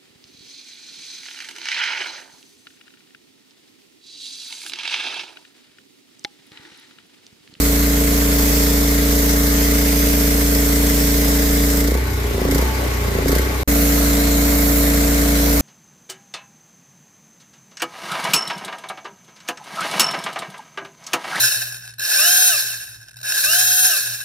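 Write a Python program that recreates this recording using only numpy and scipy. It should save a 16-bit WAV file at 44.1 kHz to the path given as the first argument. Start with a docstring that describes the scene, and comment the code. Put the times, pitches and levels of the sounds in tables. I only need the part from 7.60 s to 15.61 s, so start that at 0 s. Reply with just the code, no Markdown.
"""A petrol pressure washer by a house wall drones steadily: pulses of exhaust and intake, once per engine cycle.
Its jet hisses on a concrete patio as coloured noise strewn with drops; fan, gears and valves rattle and whine.
Then the trigger is let go for about two seconds: the hiss stops, and the engine races as the pump lets go.
It sags and putters with misfires (dull whumps), and twice gulps air and surges as the governor hunts.
After a blink of near silence the jet and the loaded drone are back."""
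import sys
import numpy as np
from scipy import signal
from scipy.fft import rfft, irfft, next_fast_len
from scipy.io import wavfile
from scipy.ndimage import uniform_filter1d

SR = 44100
rng = np.random.default_rng(int(sys.argv[2]) if len(sys.argv) > 2 else 0)


def master_out(mix):
    """Clip the mix to full scale and print it as 16-bit PCM to the path in sys.argv[1]."""
    frames = np.transpose(np.atleast_2d(mix))
    ceiling = np.clip(frames, -1, 1)
    pcm = np.round(ceiling * 32767).astype(np.int16)
    wavfile.write(sys.argv[1], SR, pcm)


N = 353219
TIME = np.arange(N) / SR
HZ = np.fft.rfftfreq(N, 1 / SR)


LATER_DB = 0.55  # the drone comes back a little stronger after the silence


def engine_note(turns, speed, load):
    """Exhaust and intake each pulse once in two revolutions, that is once per engine cycle."""
    before = loaded_note(turns, NOTE)
    after = amp(LATER_DB) * loaded_note(turns, LATER_NOTE)
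    note = np.where(TIME < SILENCE[0], before, after)
    # without load the governor flaps the throttle: gulps of air, a muffler boom, lean puttering between
    booming = patio((1 - load) * muffler_boom(turns), echo_db=-15, t60=.16)
    gulping = patio(intake(turns, speed), echo_db=-9, t60=.14)
    puttering = patio((1 - load) * putter(turns), echo_db=-11, t60=.2)
    return load * note + booming + gulping + puttering + misfires()


# engine note under load, before and after the silence: (multiple of the firing rate, relative level/dB)
NOTE = [(1, -22), (2, 0), (3, -18), (4, -29.5), (5, -11), (6, -12), (7, -9.5), (8, -12), (9, -21),
        (10, -0.5), (11, -28), (12, -27), (13, -33), (14, -14.5), (15, -10), (16, -10), (17, -18),
        (18, -23), (19, -22.5), (20, -16.5), (21, -19), (22, -16), (23, -31), (24, -18.5), (25, -35),
        (26, -36)]
LATER_NOTE = [(1, -30), (2, 0), (3, -16.5), (4, -32), (5, -12), (6, -12), (7, -9.5), (8, -12), (9, -28.5),
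              (10, 0.5), (11, -22), (12, -27), (13, -36), (14, -21.5), (15, -13), (16, -10.5), (17, -19.5),
              (18, -20), (19, -28), (20, -14), (21, -27.5), (22, -15.5), (23, -25), (24, -16.5), (25, -29),
              (26, -25)]
# a standing wave between the walls: (multiple of the firing rate, relative level/dB)
STANDING = [(12, -6), (13, 5)]
LOADED_EXHAUST_DB, LOADED_INTAKE_DB, STANDING_DB = -20, -27.5, -35.5


def loaded_note(turns, note):
    """Exhaust pulses carry the low harmonics, intake the higher; two stand between walls, opposed at the ears."""
    low_orders = [row for row in note[:12] if round(row[0]) != 2]  # the second comes from the frame's shaking
    exhaust = amp(LOADED_EXHAUST_DB) * drone(turns, low_orders, at=.88, smear=.7, scatter_db=0.3)
    air = amp(LOADED_INTAKE_DB) * drone(turns, note[12:], at=.87, smear=0.012, scatter_db=0.8)
    standing = amp(STANDING_DB) * drone(turns, STANDING, at=.9, smear=0, scatter_db=-0.5)
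    standing = standing * np.array([[1], [-.7]])
    exhaust = patio(exhaust, echo_db=-22, t60=.16, lead_s=.00008, left_db=-.6)
    air = patio(air, echo_db=-18, t60=.16, lead_s=.00025, left_db=1.5)
    return exhaust + air + standing


# the frame goes slack before a fresh charge: (start before the race t/s, attack t/s, hold t/s, release t/s)
SLACK = (0.21, .07, .02, 0.073)
LOADED_SHAKE_DB, FREE_SHAKE_DB, SLACK_DB, KICK_DB = -18.5, -22, -2.5, 5


def frame_shake(turns, load):
    """The frame shakes once a revolution, as hard as the engine pushes; it kicks as the engine races."""
    free_db = FREE_SHAKE_DB + SLACK_DB * charges(SLACK) + KICK_DB * racing()
    shake_db = load * LOADED_SHAKE_DB + (1 - load) * free_db
    return amp(shake_db + 0.14 * drift(10)) * np.sqrt(2) * np.cos(4 * np.pi * turns)


# colour of the muffler's boom: (f/Hz, relative level/dB)
MUFFLER = [(60, -18), (140, -10.5), (215, -14.5), (262, -28), (276, -0.5), (284, 4), (292, -4), (310, -35),
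           (360, -26), (700, -57)]
# a fresh charge fires up the exhaust: (start before the race t/s, attack t/s, hold t/s, release t/s)
BURN = (0.11, 0.092, 0.051, 0.14)
LEAN_EXHAUST_DB, BURN_DB = -37.5, 19  # BURN_DB is added by a full charge


def muffler_boom(turns):
    """Exhaust pops ring the muffler; without load they are faint until a fresh charge burns."""
    boom_db = LEAN_EXHAUST_DB + BURN_DB * charges(BURN)
    return amp(boom_db) * pops(turns, MUFFLER, at=0.79, scatter_db=2.5)


# colours of the air box's hoot and of the hard gulp: (f/Hz, relative level/dB)
AIRBOX = [(100, -22), (300, -17), (360, -10), (405, 1), (440, -5.5), (500, -16.5), (900, -39.5)]
GULP = [(60, -16), (140, -4), (185, 5.5), (230, -0.5), (270, 4.5), (320, 1.5), (420, 2), (480, 1.5),
        (540, 3), (620, -6), (690, -5), (850, -32), (2000, -30.5)]
HOOT_DB, OPEN_INTAKE_DB = -29, -23  # for a wide throttle
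FIRST_RACE_DB, THROTTLE_CURVE = -1.5, 2.2
GULP_LAG_S = 0.071  # from letting go of the trigger


def intake(turns, speed):
    """The air box hoots as the valve opens; with the throttle wide, the valve shuts on a hard gulp."""
    opening = throttle(speed)
    hoot = amp(HOOT_DB) * np.sqrt(opening) * pops(turns, AIRBOX, at=.002, scatter_db=4.5)
    gulps = amp(OPEN_INTAKE_DB) * opening ** THROTTLE_CURVE * pops(turns, GULP, at=0.058, scatter_db=1.8)
    # at the first race the throttle is already closing, so it gulps less
    first_race = 1 - ramp(RACES[0][0] + SPIN_UP_S, SPIN_UP_S)
    unloaded = 1 - squeezed(GULP_LAG_S, UNLOAD_S)
    return unloaded * amp(FIRST_RACE_DB * first_race) * (hoot + gulps)


# lean puttering; the two lowest thump, the rest burble: (multiple of the firing rate, relative level/dB)
LEAN_NOTE = [(3, -0.5), (4, -1.5), (5, -15), (6, -17), (7, -5), (8, -7), (9, -4.5), (10, -2.5), (11, -14.5),
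             (12, -3), (13, -1.5), (14, -2.5), (15, -19.5), (16, -15.5), (17, -19), (19, -8)]
THUMP_DB, RACING_THUMP_DB, BURBLE_DB = -29, -12, -30.5  # RACING_THUMP_DB is added during a race


def putter(turns):
    """The lean exhaust's harmonics glide with the speed; its thump fades during each race."""
    thump = drone(turns, LEAN_NOTE[:2], at=0.917, smear=0.018, scatter_db=2.7)
    burble = drone(turns + 0.0044 * drift(20), LEAN_NOTE[2:], at=.7, smear=0.1194, scatter_db=1.9)
    return amp(THUMP_DB + RACING_THUMP_DB * racing()) * thump + amp(BURBLE_DB) * burble


# misfires as the speed sags: (t/s, level/dB)
MISFIRES = [(4.43, -24), (4.519, -22), (4.645, -18), (4.735, -17)]
WHUMP_HZ, WHUMP_S = 85, 0.012  # pitch, and time to the loudest point


def misfires():
    """The starved engine stumbles: dull whumps in the muffler, each a short, dying low tone."""
    out = np.zeros(N)
    for s, db in MISFIRES:
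        age = np.maximum(TIME - s, 0)
        envelope = age / WHUMP_S * np.exp(1 - age / WHUMP_S)
        out += amp(db) * envelope * np.sin(2 * np.pi * WHUMP_HZ * age)
    return out


# water on concrete, before and after the pause: (t/s, shared level/dB, extra fizz level/dB)
FIRST_JET = [(0.06, -29, 3), (0.1, -30.5, 4), (0.39, -31, 2.5), (1.02, -28.5, 3), (1.25, -31, 2),
             (1.6, -30, 3.5), (3.73, -30, 2.5), (4.16, -31.5, 2.5), (4.18, -29.5, 2)]
SECOND_JET = [(6.14, -29.5, 4), (6.16, -28.5, 4), (6.662, -30.5, 0.93), (7.19, -30, 6.6),
              (7.322, -30.5, 2.6), (7.682, -30, 1.2), (7.98, -29.5, 3.4)]
# colours of the spray before and after the pause, and of the fizz: (f/Hz, relative level/dB)
FIRST_SPRAY = [(40, 4), (200, 2), (700, -4.5), (1200, -2), (2000, 0), (2800, -5.5), (3400, -3), (4600, -3),
               (5550, 1.5), (6000, 0), (6400, 1.5), (6900, -2), (7400, 1), (7900, -1), (8300, 0.5),
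               (9200, -8.5), (10200, -5), (12000, -5), (16000, -9.5)]
SECOND_SPRAY = [(40, 4), (200, 7), (800, -3.5), (1400, 2.5), (2000, 0), (2800, -4.5), (3300, -7), (4150, 1),
                (5000, -5.5), (5600, -0.5), (6250, -0.5), (7300, 2), (8000, -1.5), (8700, -5), (9600, -5),
                (10800, -5), (12000, -7), (16000, -12)]
FIZZ = [(7000, -28), (10500, -5), (11700, 3), (13000, 2), (16000, -2)]
SPRAY_DB, FIZZ_DB = 6.5, 4  # added to the levels above
JET_FADE_S = 0.093


def jet():
    """Water shatters on concrete; the mist fizzes more or less with the angle of the wand."""
    level_db, fizz_db = curves([*FIRST_JET, *SECOND_JET])
    flutter_db = 0.12 * drift(16) + 0.79 * drift(300)
    drops = droplets(4000, size_db=2.0, share=0.42)
    first = spread(drops, read(FIRST_SPRAY, HZ))
    second = spread(drops, read(SECOND_SPRAY, HZ))
    spray = np.where(TIME < SQUEEZE_S, first, second)
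    # short patches flicker, long ones let the hiss change colour
    spray = patchy(patchy(spray, patchy_db=1.53), patchy_db=1.2, size=110)
    fizz = patchy(spread(droplets(5000, size_db=4.5, share=0.54), read(FIZZ, HZ)), patchy_db=1.3)
    water = amp(SPRAY_DB) * spray + amp(fizz_db + FIZZ_DB) * fizz
    return squeezed(0, JET_FADE_S) * amp(level_db + flutter_db) * water


def droplets(per_second, size_db, share):
    """A dense rush of noise with single drops of all sizes, each a click, standing out of it."""
    sizes = amp(size_db * np.minimum(rng.exponential(1, (2, N)), 4))
    drops = white() * sizes * (rng.random((2, N)) < per_second / SR)
    return white() + share * evened(drops)


def patchy(x, patchy_db, size=9):
    """Turbulence lifts and lowers patches of the spectrum, some hundred Hz wide and size frames long."""
    z = signal.stft(x, nperseg=512)[2]
    field = uniform_filter1d(rng.standard_normal(z.shape[1:]), size=6, axis=0)
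    field = evened(uniform_filter1d(field, size=size, axis=1))
    return evened(signal.istft(z * amp(patchy_db * field))[1][:, :N])


# colour of the hissing gas: (f/Hz, relative level/dB)
BLOW = [(600, -13.5), (1500, 6), (1850, 5), (2150, 12), (2450, -12), (2900, -3.5), (4500, 2), (8000, 0.5),
        (9500, -4.5), (13000, 4), (16000, -6)]
# hot gas hisses out of the muffler as the engine races: (t/s, hold t/s, level/dB)
BLOW_OFFS = [(4.242, 0.078, -35), (4.9, 0.071, -27.5), (5.662, 0.095, -26)]
BLOW_ATTACK_S, BLOW_RELEASE_S = 0.011, 0.077
LOADED_BLOW_DB, LEAN_BLOW_DB = -28, -37


def gas_hiss(turns, load):
    """Gas rushes out in a puff of noise on each exhaust stroke, with extra bursts as the engine races."""
    puffs = evened(0.31 + puff(turns, at=0.716, rise=0.068, fall=0.28))
    puffs = puffs * each_cycle(turns, 0.64, scatter_db=0.97)
    spits = evened(0.23 + puff(turns, at=0.68, rise=0.03, fall=0.21))
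    blow_off = sum(amp(db) * swell(s, 0, BLOW_ATTACK_S, hold, BLOW_RELEASE_S) for s, hold, db in BLOW_OFFS)
    puff_gain = amp(load * LOADED_BLOW_DB + (1 - load) * LEAN_BLOW_DB)
    return (puff_gain * puffs + blow_off * spits) * spread(white(), read(BLOW, HZ))


def puff(turns, at, rise, fall):
    """A valve cracks open once a cycle and the pressure drains away (times as shares of a cycle)."""
    age = (turns - at) % 1
    return np.minimum(age / rise, 1) * np.exp(-age / fall)


# colour of the rattle: (f/Hz, relative level/dB)
CLATTER = [(25, 1), (100, -1), (200, 7.5), (400, 5), (700, 2), (1350, 1), (2280, 0), (2550, -4.5),
           (5000, -7.5), (7500, -10), (9500, -14.5), (13200, -8), (16000, -22)]


def clatter(turns, speed, load):
    """Fan and valve gear rattle: noise swelling slightly once a revolution, louder with speed."""
    beat = evened(1 + 0.056 * stroke(2 * turns, at=0.36, width=0.11)) * amp(0.38 * drift(90))
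    rattle = patchy(spread(white(), read(CLATTER, HZ)), patchy_db=1.6) * beat
    level_db = -27.7 + 28 * np.log10(speed / speed.mean()) - 2.16 * load + (1 - load) * rattle_rise_db()
    return amp(level_db) * rattle


RATTLE_RISE_DB, RATTLE_RISE_S = 3.5, 0.78


def rattle_rise_db():
    """The rattle grows a little as the engine runs free."""
    return RATTLE_RISE_DB * (ramp(RACES[0][0], RATTLE_RISE_S) - .7)


# ringing of the engine's casing, also used by the fan tones: (f/Hz, width f/Hz, relative level/dB)
CASING = [(869.4, 21, -1), (1120, 60, -4), (1500, 27, 1), (2040, 320, -6)]
WAVER_DB = 3  # slow random wavering of each tone


def whine(turns, speed, load):
    """Fan and gears repeat a rough pattern each cycle; its harmonics glide through wavering casing resonances."""
    pattern = irfft(np.exp(2j * np.pi * rng.random((2, 257))))
    running = [np.interp(turns % 1, np.arange(len(p)) / len(p), p, period=1) for p in pattern]
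    drive, tones = evened(np.array(running)) + 0.62 * white(), 0
    for hz, width, db in CASING:
        ring = signal.lfilter(*signal.iirpeak(hz, hz / width, fs=SR), drive)
        ring = signal.lfilter(*signal.iirpeak(hz, hz / width / 3, fs=SR), ring)
        tones = tones + amp(db + WAVER_DB * drift(7)) * ring
    level_db = -38 + 41 * np.log10(speed / speed.mean()) - 7.2 * load + (1 - load) * rattle_rise_db()
    return amp(level_db) * spread(tones, np.zeros(len(HZ)))


# tones of fan and gears: (multiple of the firing rate, level/dB on a resonance before load and wavering)
FAN_TONES = [(28, -42.5), (30, -47.5), (35, -47), (36, -47), (38, -48.5), (46, -55), (48, -43.5), (70, -51),
             (71, -48)]
LOADED_FAN_DB = -10.5  # added under load


def fan_tones(turns, speed, load):
    """Clean tones of fan blades and gear teeth glide with the speed and sing out on a casing resonance."""
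    out = 0
    for order, db in FAN_TONES:
        hz_now = round(order) * speed
        ring = np.max([1 / np.hypot(1, (hz_now - hz) / width) for hz, width, _ in CASING], axis=0)
        phase = rng.uniform(0, 0.26, (2, 1))  # left and right differ a little
        tone = np.sqrt(2) * np.cos(2 * np.pi * (round(order) * turns + phase))
        out = out + amp(db + WAVER_DB * drift(7)) * ring * tone
    # half the rattle's rise when free, and the opposite under load
    return amp(load * LOADED_FAN_DB + (0.5 - load) * rattle_rise_db()) * out


# the unloaded engine races, first as the pump lets go, then on each fresh charge:
# (t/s, coasting down t/s, fresh charge 0-1)
RACES = [(4.248, .44, 0), (4.92, .56, 1), (5.683, .49, 1)]
LOADED_RATE, SAGGED_RATE, RACE_GAIN = 28.66, 27.96, 3.41  # engine cycles per second
SPIN_UP_S, COAST_CURVE = .115, 1.88


def crank_speed():
    """Steady against the pump; without it the engine spins up quickly and coasts down ever faster, repeatedly."""
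    free = ramp(RACES[0][0], SPIN_UP_S / 2) * (TIME < SILENCE[0])
    surges = sum(ramp(s, SPIN_UP_S) - ramp(s + SPIN_UP_S, coast) ** COAST_CURVE for s, coast, _ in RACES)
    return LOADED_RATE + free * (SAGGED_RATE + RACE_GAIN * surges - LOADED_RATE)


GOVERNOR_LAG_S, WIDE_OPEN_SAG = 0.062, 0.73  # the sag is a share of RACE_GAIN


def throttle(speed):
    """The slower the unloaded engine ran a moment ago, the wider the governor opens the throttle (0-1)."""
    sag = 1 - (np.interp(TIME - GOVERNOR_LAG_S, TIME, speed) - SAGGED_RATE) / RACE_GAIN
    return np.clip(sag / WIDE_OPEN_SAG, 0, 1)


# the trigger: let go and squeezed again; the jet dies first, then the pump unloads
LET_GO_S, SQUEEZE_S = 4.18, 6.04
UNLOAD_LAG_S, UNLOAD_S, PICK_UP_S = 0.092, 0.081, 0.046


def squeezed(lag, fade):
    """One while the trigger is held; fades to zero after it is let go."""
    return 1 - ramp(LET_GO_S + lag, fade) + ramp(SQUEEZE_S, PICK_UP_S)


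def charges(shape):
    """One swell for each fresh charge."""
    return sum(charge * swell(s, *shape) for s, _, charge in RACES)


# the swell of each race: (start before the race t/s, attack t/s, hold t/s, release t/s)
KICK = (0.026, 0.096, .04, 0.092)


def racing():
    """One swell for each race."""
    return sum(swell(s, *KICK) for s, _, _ in RACES)


def swell(s, lead, attack, hold, release):
    """Attack, hold and release, beginning lead seconds before s."""
    return ramp(s - lead, attack) - ramp(s - lead + attack + hold, release)


def ramp(start, length):
    """A straight rise from zero to one."""
    return np.clip((TIME - start) / length, 0, 1)


def drone(turns, orders, at, smear, scatter_db):
    """A pressure pulse at one point of each cycle, ringing on in the given harmonics."""
    gain = np.zeros(1025)
    for k, db in orders:
        gain[round(k)] = amp(db)
    spectrum = rfft(causal(gain / gain.max()))
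    # chambers hold back the higher harmonics longer, which smears the pulse over the cycle
    delay = np.exp(-1j * smear * np.arange(len(gain)) ** 2)
    wave = evened(irfft(spectrum * delay))
    swing = uniform_filter1d(each_cycle(turns, at, scatter_db), size=100)
    return swing * np.interp(turns - at, np.arange(len(wave)) / len(wave), wave, period=1)


def pops(turns, colour, at, scatter_db):
    """One uneven pop per cycle into fixed resonances."""
    clicks = np.diff(np.floor(turns - at), prepend=np.floor(turns[0] - at))
    ring = causal(amp(read(colour, np.fft.rfftfreq(4096, 1 / SR))))
    return evened(signal.oaconvolve(clicks * each_cycle(turns, at, scatter_db), ring)[:N])


def each_cycle(turns, at, scatter_db):
    """A random gain for every engine cycle: no two charges burn alike."""
    cycle = np.floor(turns - at).astype(int) + 2
    return amp(scatter_db * rng.standard_normal(512)[cycle])


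def stroke(turns, at, width):
    """A smooth window open for a share of each cycle."""
    return np.exp(-((turns - at + .5) % 1 - .5) ** 2 / (2 * width ** 2))


def causal(gain):
    """The response of a resonating body to one blow: sharp start, ringing tail."""
    log_gain = np.log(np.maximum(gain, 1e-3))
    circle = np.r_[log_gain, log_gain[-2:0:-1]]
    # this phase packs the energy as early as the gains allow
    return irfft(np.exp(np.conj(signal.hilbert(circle)))[:len(gain)])


def patio(x, echo_db, t60, lead_s=0.00019, left_db=0.):
    """The engine stands to the left: sound reaches that side first, then walls and ground scatter it."""
    t = np.arange(SR // 4) / SR
    taps = rng.standard_normal((2, len(t))) * amp(-60 * t / t60)
    taps = signal.sosfilt(signal.butter(2, 250, "high", fs=SR, output="sos"), taps)
    taps /= np.linalg.norm(taps, axis=1, keepdims=True)
    right = np.interp(TIME - lead_s, TIME, x) / amp(left_db / 2)
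    direct = np.array([x * amp(left_db / 2), right])
    return direct + amp(echo_db) * signal.oaconvolve(x[None], taps, axes=1)[:, :N]


# how alike the two microphones hear a noise: (f/Hz, likeness -1 to 1)
LIKENESS = [(245, 1), (300, -0.3), (640, 0.52), (1400, -0.36), (3100, 0.1448), (15000, -0.03)]
# how much stronger the left one hears it: (f/Hz, left minus right level/dB)
TILT = [(700, 3.5), (1300, 1), (2200, 5), (2900, 0), (4400, -1), (7400, 2), (8400, -1.5), (11000, -3),
        (13000, -7), (15000, -8)]


def spread(drive, colour_db):
    """Colours two unrelated signals and blends them as the two microphones hear them."""
    size = next_fast_len(N)
    hz = np.fft.rfftfreq(size, 1 / SR)
    a, b = rfft(drive, size)
    same = np.clip(read(LIKENESS, hz), -1, 1)
    side = amp(read(TILT, hz) / 2)
    pair = np.array([a * side, (same * a + np.sqrt(1 - same ** 2) * b) / side])
    return evened(irfft(pair * amp(np.interp(hz, HZ, colour_db)), size)[:, :N])


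def white():
    """Two unrelated noises."""
    return rng.standard_normal((2, N))


def drift(top_hz):
    """Slow random wandering of rms one, with nothing much faster than top_hz."""
    t = TIME[::64]
    rates = np.geomspace(top_hz / 20, top_hz, 40) * np.exp(rng.uniform(-1, 1, 40) / 20)
    waves = np.sin(2 * np.pi * (rates[:, None] * t + rng.random((40, 1))))
    return np.interp(TIME, t, evened(waves.sum(0)))


def amp(db):
    """Decibels to gain."""
    return 10 ** (np.asarray(db) / 20)


def evened(x):
    """Scales to an rms of one."""
    return x / np.sqrt(np.mean(x ** 2) + 1e-20)


def curves(rows):
    """The columns of a table, joined by straight lines in time."""
    s, *columns = np.transpose(rows)
    return [np.interp(TIME, s, c) for c in columns]


def read(points, hz):
    """A spectrum joined by straight lines on a log-frequency axis."""
    f, value = np.transpose(points)
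    return np.interp(np.log(hz + 1), np.log(f + 1), value)


FIRST_TURN = .23  # where in its cycle the engine starts (0-1)


def scene():
    """One crankshaft drives every engine sound; the trigger loads it and opens the jet."""
    speed, load = crank_speed(), squeezed(UNLOAD_LAG_S, UNLOAD_S)
    turns = FIRST_TURN + np.cumsum(speed) / SR + 0.0014 * drift(10)  # counted in engine cycles
    engine = engine_note(turns, speed, load) + frame_shake(turns, load)
    noise = gas_hiss(turns, load) + clatter(turns, speed, load)
    tones = whine(turns, speed, load) + fan_tones(turns, speed, load)
    return engine + jet() + noise + tones


# the near silence: (start t/s, end t/s)
SILENCE = (6.0335, 6.076)
EDGE_HZ = 15560  # nothing much is heard above this


def record(dry):
    """The sound drops out for a moment; then a low-pass filter limits the band."""
    silent = (TIME > SILENCE[0]) & (TIME < SILENCE[1])
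    cut = dry * uniform_filter1d(np.where(silent, amp(-49), 1), size=50)
    low_pass = signal.firwin(511, EDGE_HZ, window=("kaiser", 9), fs=SR)
    return signal.oaconvolve(cut, low_pass[None], "same")


dry = scene()
out = record(dry)
master_out(out)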